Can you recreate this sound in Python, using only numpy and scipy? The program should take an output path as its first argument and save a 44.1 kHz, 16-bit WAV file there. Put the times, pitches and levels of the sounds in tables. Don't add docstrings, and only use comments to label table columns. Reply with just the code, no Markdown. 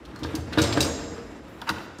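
import sys
import numpy as np
from scipy import signal
from scipy.io import wavfile

SR = 44100
rng = np.random.default_rng(int(sys.argv[2]) if len(sys.argv) > 2 else 0)


def transcribe(signal):
    frames = np.atleast_2d(signal).T
    limited = np.clip(frames, -1, 1)
    pcm = np.round(limited * 32767).astype(np.int16)
    wavfile.write(sys.argv[1], SR, pcm)


def boost(x):
    u = np.asarray(x, float) / 20
    return 10 ** u


N = 88200


def at_hz(points, hz):
    point_hz, value = np.transpose(points)
    return np.interp(np.log(np.maximum(hz, 1)), np.log(point_hz), value)


def rms_one(x):
    return x / np.sqrt(np.mean(x ** 2) + 1e-20)


def add(out, start_s, x):
    i = int(start_s * SR)
    out[i:i + len(x)] += x[:max(N - i, 0)]


def filtered(x, order, hz, kind):
    return signal.sosfilt(signal.butter(order, hz, kind, fs=SR, output="sos"), x)


def ring(clicks, hz, t60_s):
    r = boost(-60 / (t60_s * SR))
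    w = 2 * np.pi * hz / SR
    return signal.lfilter([0, np.sin(w)], [1, -2 * r * np.cos(w), r * r], clicks + 1e-18)


def drift(rate_hz):
    step = 40
    r = np.exp(-2 * np.pi * rate_hz * step / SR)
    slow = signal.lfilter([1], [1, -2 * r, r * r], rng.standard_normal(N // step + 2002))
    slow = rms_one(slow[2000:])
    return np.interp(np.arange(N) / step, np.arange(len(slow)), slow)


def bands(white):
    edges = 22 * 2 ** np.arange(0, 9.9, 0.5)
    for k, (low, high) in enumerate(zip(edges, edges[1:])):
        yield np.sqrt(low * high), filtered(white[k % 2], 2, [low, high], "band")


def banded_noise(spectrum, patchy_db, rate_hz):
    together = drift(rate_hz)
    out = np.zeros(N)
    for hz, noise in bands(rng.standard_normal((2, N))):
        out += boost(at_hz(spectrum, hz) + patchy_db * (together + drift(7.9))) * noise
    return rms_one(out)


def chatter(length_s, per_s, size=4000):
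    t = np.arange(size) / SR / max(length_s, 5e-4)
    spread_db = 3.0
    sizes = boost(spread_db * np.minimum(rng.exponential(1, size), 4)) * rng.choice([-1, 1], size)
    hits = (rng.random(size) < per_s / SR) | (t == 0)
    gather = np.minimum(0.7 + t / 0.076, 1)
    x = sizes * hits * gather * np.exp(-t ** 2)
    return x / np.sqrt(np.sum(x ** 2) + 1e-20)


# hz [Hz], level_db [dB]
FLOOR_SPECTRUM = [(15, -58), (25, -9), (48, 23.5), (170, -33), (301, 10), (384, -1), (545, -21), (714, -20),
                  (7500, -38), (10500, -50), (16000, -55)]


def room_tone():
    return boost(-44.5 - 4) * banded_noise(FLOOR_SPECTRUM, patchy_db=3.5, rate_hz=1.2)


# time_s [s], level_db [dB]
HAND_MOVES = [(0.0, -43.5), (0.15, -38.5), (0.32, -31.5), (0.451, -41), (0.62, -23), (0.75, -26.5),
              (0.8, -22), (0.96, -32), (1.39, -41), (1.63, -40), (1.81, -35.5), (2.0, -45)]
# hz [Hz], level_db [dB per Hz]
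CLOTH_SPECTRUM = [(50, -1.5), (90, -3.5), (300, 2), (550, -6.5), (900, -8.5), (1500, -12), (4500, -26.5),
                  (16000, -48)]


def cloth():
    time_s, level_db = np.transpose(HAND_MOVES)
    motion_db = np.interp(np.arange(N) / SR, time_s, level_db) - 3.5
    return boost(motion_db) * banded_noise(CLOTH_SPECTRUM, patchy_db=1.1, rate_hz=12.0)


def webbing():
    start_s, length_s, level_db = 1.47, 0.41, -66
    t = (np.arange(N) / SR - start_s) / length_s
    hiss = rms_one(filtered(rng.standard_normal(N), 2, 12000, "high"))
    fade = np.clip(12 * np.minimum(t, 1 - t), 0, 1)
    return boost(level_db + 2.5 * drift(9.5)) * fade * hiss


# hz [Hz], t60_s [s]
ROOM_T60 = [(60, 1.2), (200, 1.2), (420, 1.6), (600, 1.6), (840, 1.05), (7500, 1.0), (9800, .45),
            (16000, .25)]
# hz [Hz], level_db [dB]
ROOM_COLOUR = [(60, 10), (150, -1.5), (210, -2), (420, 6), (600, 7.5), (840, 0), (3000, 0), (16000, -1.5)]


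def room(x):
    late_db, early_db, early_t60_s, gap_s = -6.5, -12.5, 0.039, 0.0024
    t = np.arange(N) / SR
    early = boost(early_db - 60 * t / early_t60_s) / np.sqrt(early_t60_s * SR / 14)
    response = np.zeros(N)
    for hz, noise in bands(rng.standard_normal((2, N))):
        decay = boost(-60 * t / at_hz(ROOM_T60, hz))
        late = boost(late_db + at_hz(ROOM_COLOUR, hz)) * decay / np.sqrt(np.sum(decay ** 2))
        response += noise * (late + early)
    response *= np.clip(t / gap_s - 1, 0, 1)
    return signal.fftconvolve(x, response)[:N]


# start_s [s], peak_db [dB], length_s [s]
LATCH_CLICKS = [(1.616, -34, 0.011), (1.669, -27, 0.008), (1.688, -22, 0.004), (1.692, -18, 0.0029),
                (1.6975, -19, 0.0015), (1.707, -27, 0.008), (1.727, -38, 0.0043), (1.741, -34.5, 0.01),
                (1.76, -34, .02), (1.803, -35, .015), (1.84, -38, .03), (1.9, -40, .03)]
# pitch_hz [Hz], level_db [dB], t60_s [s]
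SHELL_MODES = [(880, 0.5, 0.017), (941, -2, 0.034), (1074, -4, 0.036), (1340, 4.5, 0.014),
               (1520, 6.5, 0.011), (1750, 0, 0.012), (1918, -2, 0.016), (2810, 0, 0.01)]


def latch():
    clicks, scrape = np.zeros(N), np.zeros(N)
    for start_s, peak_db, length_s in LATCH_CLICKS:
        add(clicks, start_s, boost(peak_db - 0.5) * chatter(length_s, 2500))
    slide_end_s, slide_s, slide_db, grit_db = 1.692, 0.02, -23, -12
    slide = boost(slide_db) * chatter(slide_s, 4000)[::-1]
    add(scrape, slide_end_s - len(slide) / SR, slide)
    out = boost(grit_db + 21) * filtered(scrape, 1, [2000, 6000], "band")
    push = filtered(clicks + scrape, 2, 2600, "low")
    for k, (pitch_hz, level_db, t60_s) in enumerate(SHELL_MODES):
        out += (-1) ** k * boost(level_db) * ring(push, pitch_hz, t60_s)
    return out


WAVER_DB, WAVER_HZ = 4, 12.0
# start_s [s], level_db [dB], pitch_hz [Hz], t60_s [s]
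PIN_RINGS = [(.533, -33, 4150, .05), (.585, -17, 1437, .055), (.584, -26, 3822, .14),
             (.806, -14, 3892, .045), (.806, -19, 2705, .035), (.808, -24, 4748, .05),
             (.827, -25, 4748, .12), (.808, -35, 8425, .2), (.864, -34, 6650, .65), (.778, -37, 8425, .02),
             (1.70, -29, 200, .2), (.162, -44, 4250, .1), (.737, -33, 5150, .05), (.623, -29, 8430, .05),
             (.638, -36, 7360, .15), (1.694, -37, 8950, .03), (1.6925, -18, 3950, .018),
             (1.6925, -19, 4800, .018), (1.617, -30, 3450, .018), (.852, -37, 5570, .15),
             (1.621, -30, 960, .04), (.727, -29, 3500, .012)]


def pins():
    out = np.zeros(N)
    click = np.arange(SR // 2) == 0
    for start_s, level_db, pitch_hz, t60_s in PIN_RINGS:
        waver_db = WAVER_DB * min(3 * t60_s, 1) * drift(WAVER_HZ)[:len(click)]
        add(out, start_s, boost(level_db + waver_db) * ring(click, pitch_hz, t60_s))
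    return out


# pitch_hz [Hz], level_db [dB], t60_s [s]
TUBE_MODES = [(2708, -10, .4), (3892, -14, .3), (4140, -13, .3), (4746, -7, .35), (5053, -14, 1.1),
              (5560, -12, 1.1), (5890, -10, .3), (6648, -13, 1.1), (7359, -10, 1.3), (8430, -6, .2)]
# start_s [s], level_db [dB]
TUBE_STRIKES = [(0.159, -71), (0.236, -73), (0.354, -60), (0.586, -49), (0.617, -40), (0.73, -52.5),
                (0.808, -46.5), (0.827, -44), (.864, -57.5), (1.693, -65)]


def tubes():
    start_s, strike_db = np.transpose(TUBE_STRIKES)
    twins = [(hz * 1.003, level_db + 2.5, t60_s) for hz, level_db, t60_s in TUBE_MODES]
    low_hz, high_hz, shimmer_db, shimmer_t60_s = 2004, 9000, -7, 0.28
    weak = [(low_hz * (high_hz / low_hz) ** a, shimmer_db, shimmer_t60_s * (0.33 + b))
            for a, b in rng.random((90, 2))]
    modes = list(TUBE_MODES) + twins + weak
    spread_db = rng.normal(0, 2, (len(start_s), len(modes)))
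    out = np.zeros(N)
    for k, (pitch_hz, level_db, t60_s) in enumerate(modes):
        clicks = np.zeros(N)
        clicks[(start_s * SR).astype(int)] = boost(strike_db + level_db + spread_db[:, k]) * (-1) ** k
        tone = ring(clicks, pitch_hz, t60_s)
        if k < 2 * len(TUBE_MODES):
            tone = tone * boost(WAVER_DB * drift(WAVER_HZ))
        out += tone
    return out


# start_s [s], peak_db [dB], hardness_hz [Hz], boom_db [dB]
THUDS = [(.139, -31, 700, 2), (0.223, -19, 463, 1.5), (0.247, -18.5, 880, 1), (0.342, -18, 480, -13),
         (0.381, -22, 506, 8.5), (0.5747, -5.5, 810, -4.5), (.585, -12, 1260, -15), (.594, -13.5, 1120, -2),
         (.610, -18.5, 720, 9), (.773, -9, 950, -4.5), (.780, -16.5, 1010, -11), (.812, -12.5, 700, 2),
         (.845, -16.5, 731, -1.5), (1.70, -21, 690, 0), (1.786, -43, 880, -7), (1.989, -26.5, 700, -5)]
# pitch_hz [Hz], level_db [dB], t60_s [s]
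TABLE_MODES = [(86.1, -5, 0.42), (114.2, -10, 0.42), (136.5, -5, 0.2), (540, -15, 0.7), (255, -21, 0.15),
               (325, -0.5, 0.076), (463, -4, 0.084), (592, 0.5, 0.034), (686, -7.5, 0.037), (470, -15, 0.7),
               (1017, 2, 0.031), (1212, 3.5, 0.025), (1560, 1, 0.034), (1605, 10, 0.055)]


def table():
    out = np.zeros(N)
    spread_db = rng.normal(0, 1.5, (len(THUDS), len(TABLE_MODES)))
    for (start_s, peak_db, hardness_hz, boom_db), spread_row in zip(THUDS, spread_db):
        push = np.zeros(SR // 2)
        push[0] = boost(peak_db - 17.0)
        push[int(0.001887 * SR)] = -2 * push[0]
        push = filtered(push, 2, np.clip(hardness_hz, 100, 8000), "low")
        thud = np.zeros(len(push))
        for (pitch_hz, level_db, t60_s), mode_db in zip(TABLE_MODES, spread_row):
            gain_db = level_db + mode_db + boom_db * (pitch_hz < 200)
            thud += boost(gain_db) * ring(push, pitch_hz, t60_s)
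        add(out, start_s, thud)
    return filtered(out, 4, 68, "high")


# start_s [s], level_db [dB], length_s [s], centre_hz [Hz], top_db [dB]
CLACKS = [(0.051, -35, 0.015, 3700, -11), (0.16, -36, 0.0046, 4200, -1.5), (.156, -26, .014, 1200, -30),
          (.2345, -24, .008, 1200, -30), (.353, -24, .012, 1300, -30), (.726, -19, .006, 1200, -30),
          (0.189, -38.5, .02, 4360, 2), (0.233, -19, 0.017, 3500, -24), (0.257, -34, 0.02, 4000, -2),
          (0.3522, -19, 0.0084, 4300, -0.5), (0.525, -13, 0.02, 1470, -28), (0.53, -20.5, 0.013, 3300, -27),
          (0.575, -15, 0.013, 2960, -30), (0.583, -8, 0.029, 3170, -14), (0.617, -14, 0.0052, 5270, -6),
          (.622, -14.5, .012, 4500, -6), (0.636, -15.5, 0.02, 3900, -26), (0.638, -21, 0.0033, 4450, -22),
          (0.649, -22, 0.0045, 3800, -18), (0.672, -18.5, 0.012, 3350, -16), (0.726, -15, 0.004, 3340, -22),
          (0.731, -16.5, 0.011, 3600, -20), (0.771, -16, .022, 3300, -16), (0.805, -10.5, 0.0081, 5000, 1),
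          (.811, -13, .012, 4740, -3), (0.823, -14.5, 0.018, 4360, -3), (0.831, -21, 0.0014, 4450, -8),
          (.8335, -20, .0015, 4250, -16), (0.847, -20, 0.0085, 4720, -10), (1.616, -27.5, 0.0054, 3500, -6),
          (1.675, -29, 0.0043, 3100, -18), (1.691, -19.5, 0.0054, 4480, -5), (1.69, -30, 0.014, 15500, -30),
          (1.699, -19, 0.011, 3700, -12), (1.782, -26.5, 0.0066, 2440, -22),
          (1.985, -35.5, 0.0092, 5400, -12)]


def joints():
    out = np.zeros(N)
    for start_s, level_db, length_s, centre_hz, top_db in CLACKS:
        x = boost(level_db + 19) * chatter(length_s, 5000)
        half_width = 2.0 ** np.array([-0.51, 0.51])
        crack = filtered(x, 2, np.minimum(centre_hz * half_width, 0.45 * SR), "band")
        skirt = boost(-18.5) * filtered(x, 1, [centre_hz / 5, centre_hz * 1.34], "band")
        top = boost(top_db - 14.0) * filtered(x, 2, 8000, "high")
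        add(out, start_s, crack + skirt - top)
    return out


def scene():
    frame = table() + joints() + tubes()
    shell = latch()
    rings = pins()
    echo = room(frame + boost(-2) * shell + boost(-6) * rings)
    return (frame + shell + rings + echo + cloth() + room_tone() + webbing())[None]


def low_pass(x):
    return signal.sosfilt(signal.butter(12, 16500, fs=SR, output="sos"), x)


def record(dry):
    x = filtered(dry, 4, 59.6, "high")
    x = 0.58 * np.tanh(x / 0.6)
    mix = signal.sosfilt(signal.cheby2(12, 60, 16400, fs=SR, output="sos"), x)
    return low_pass(mix)


dry = scene()
out = record(dry)
transcribe(out)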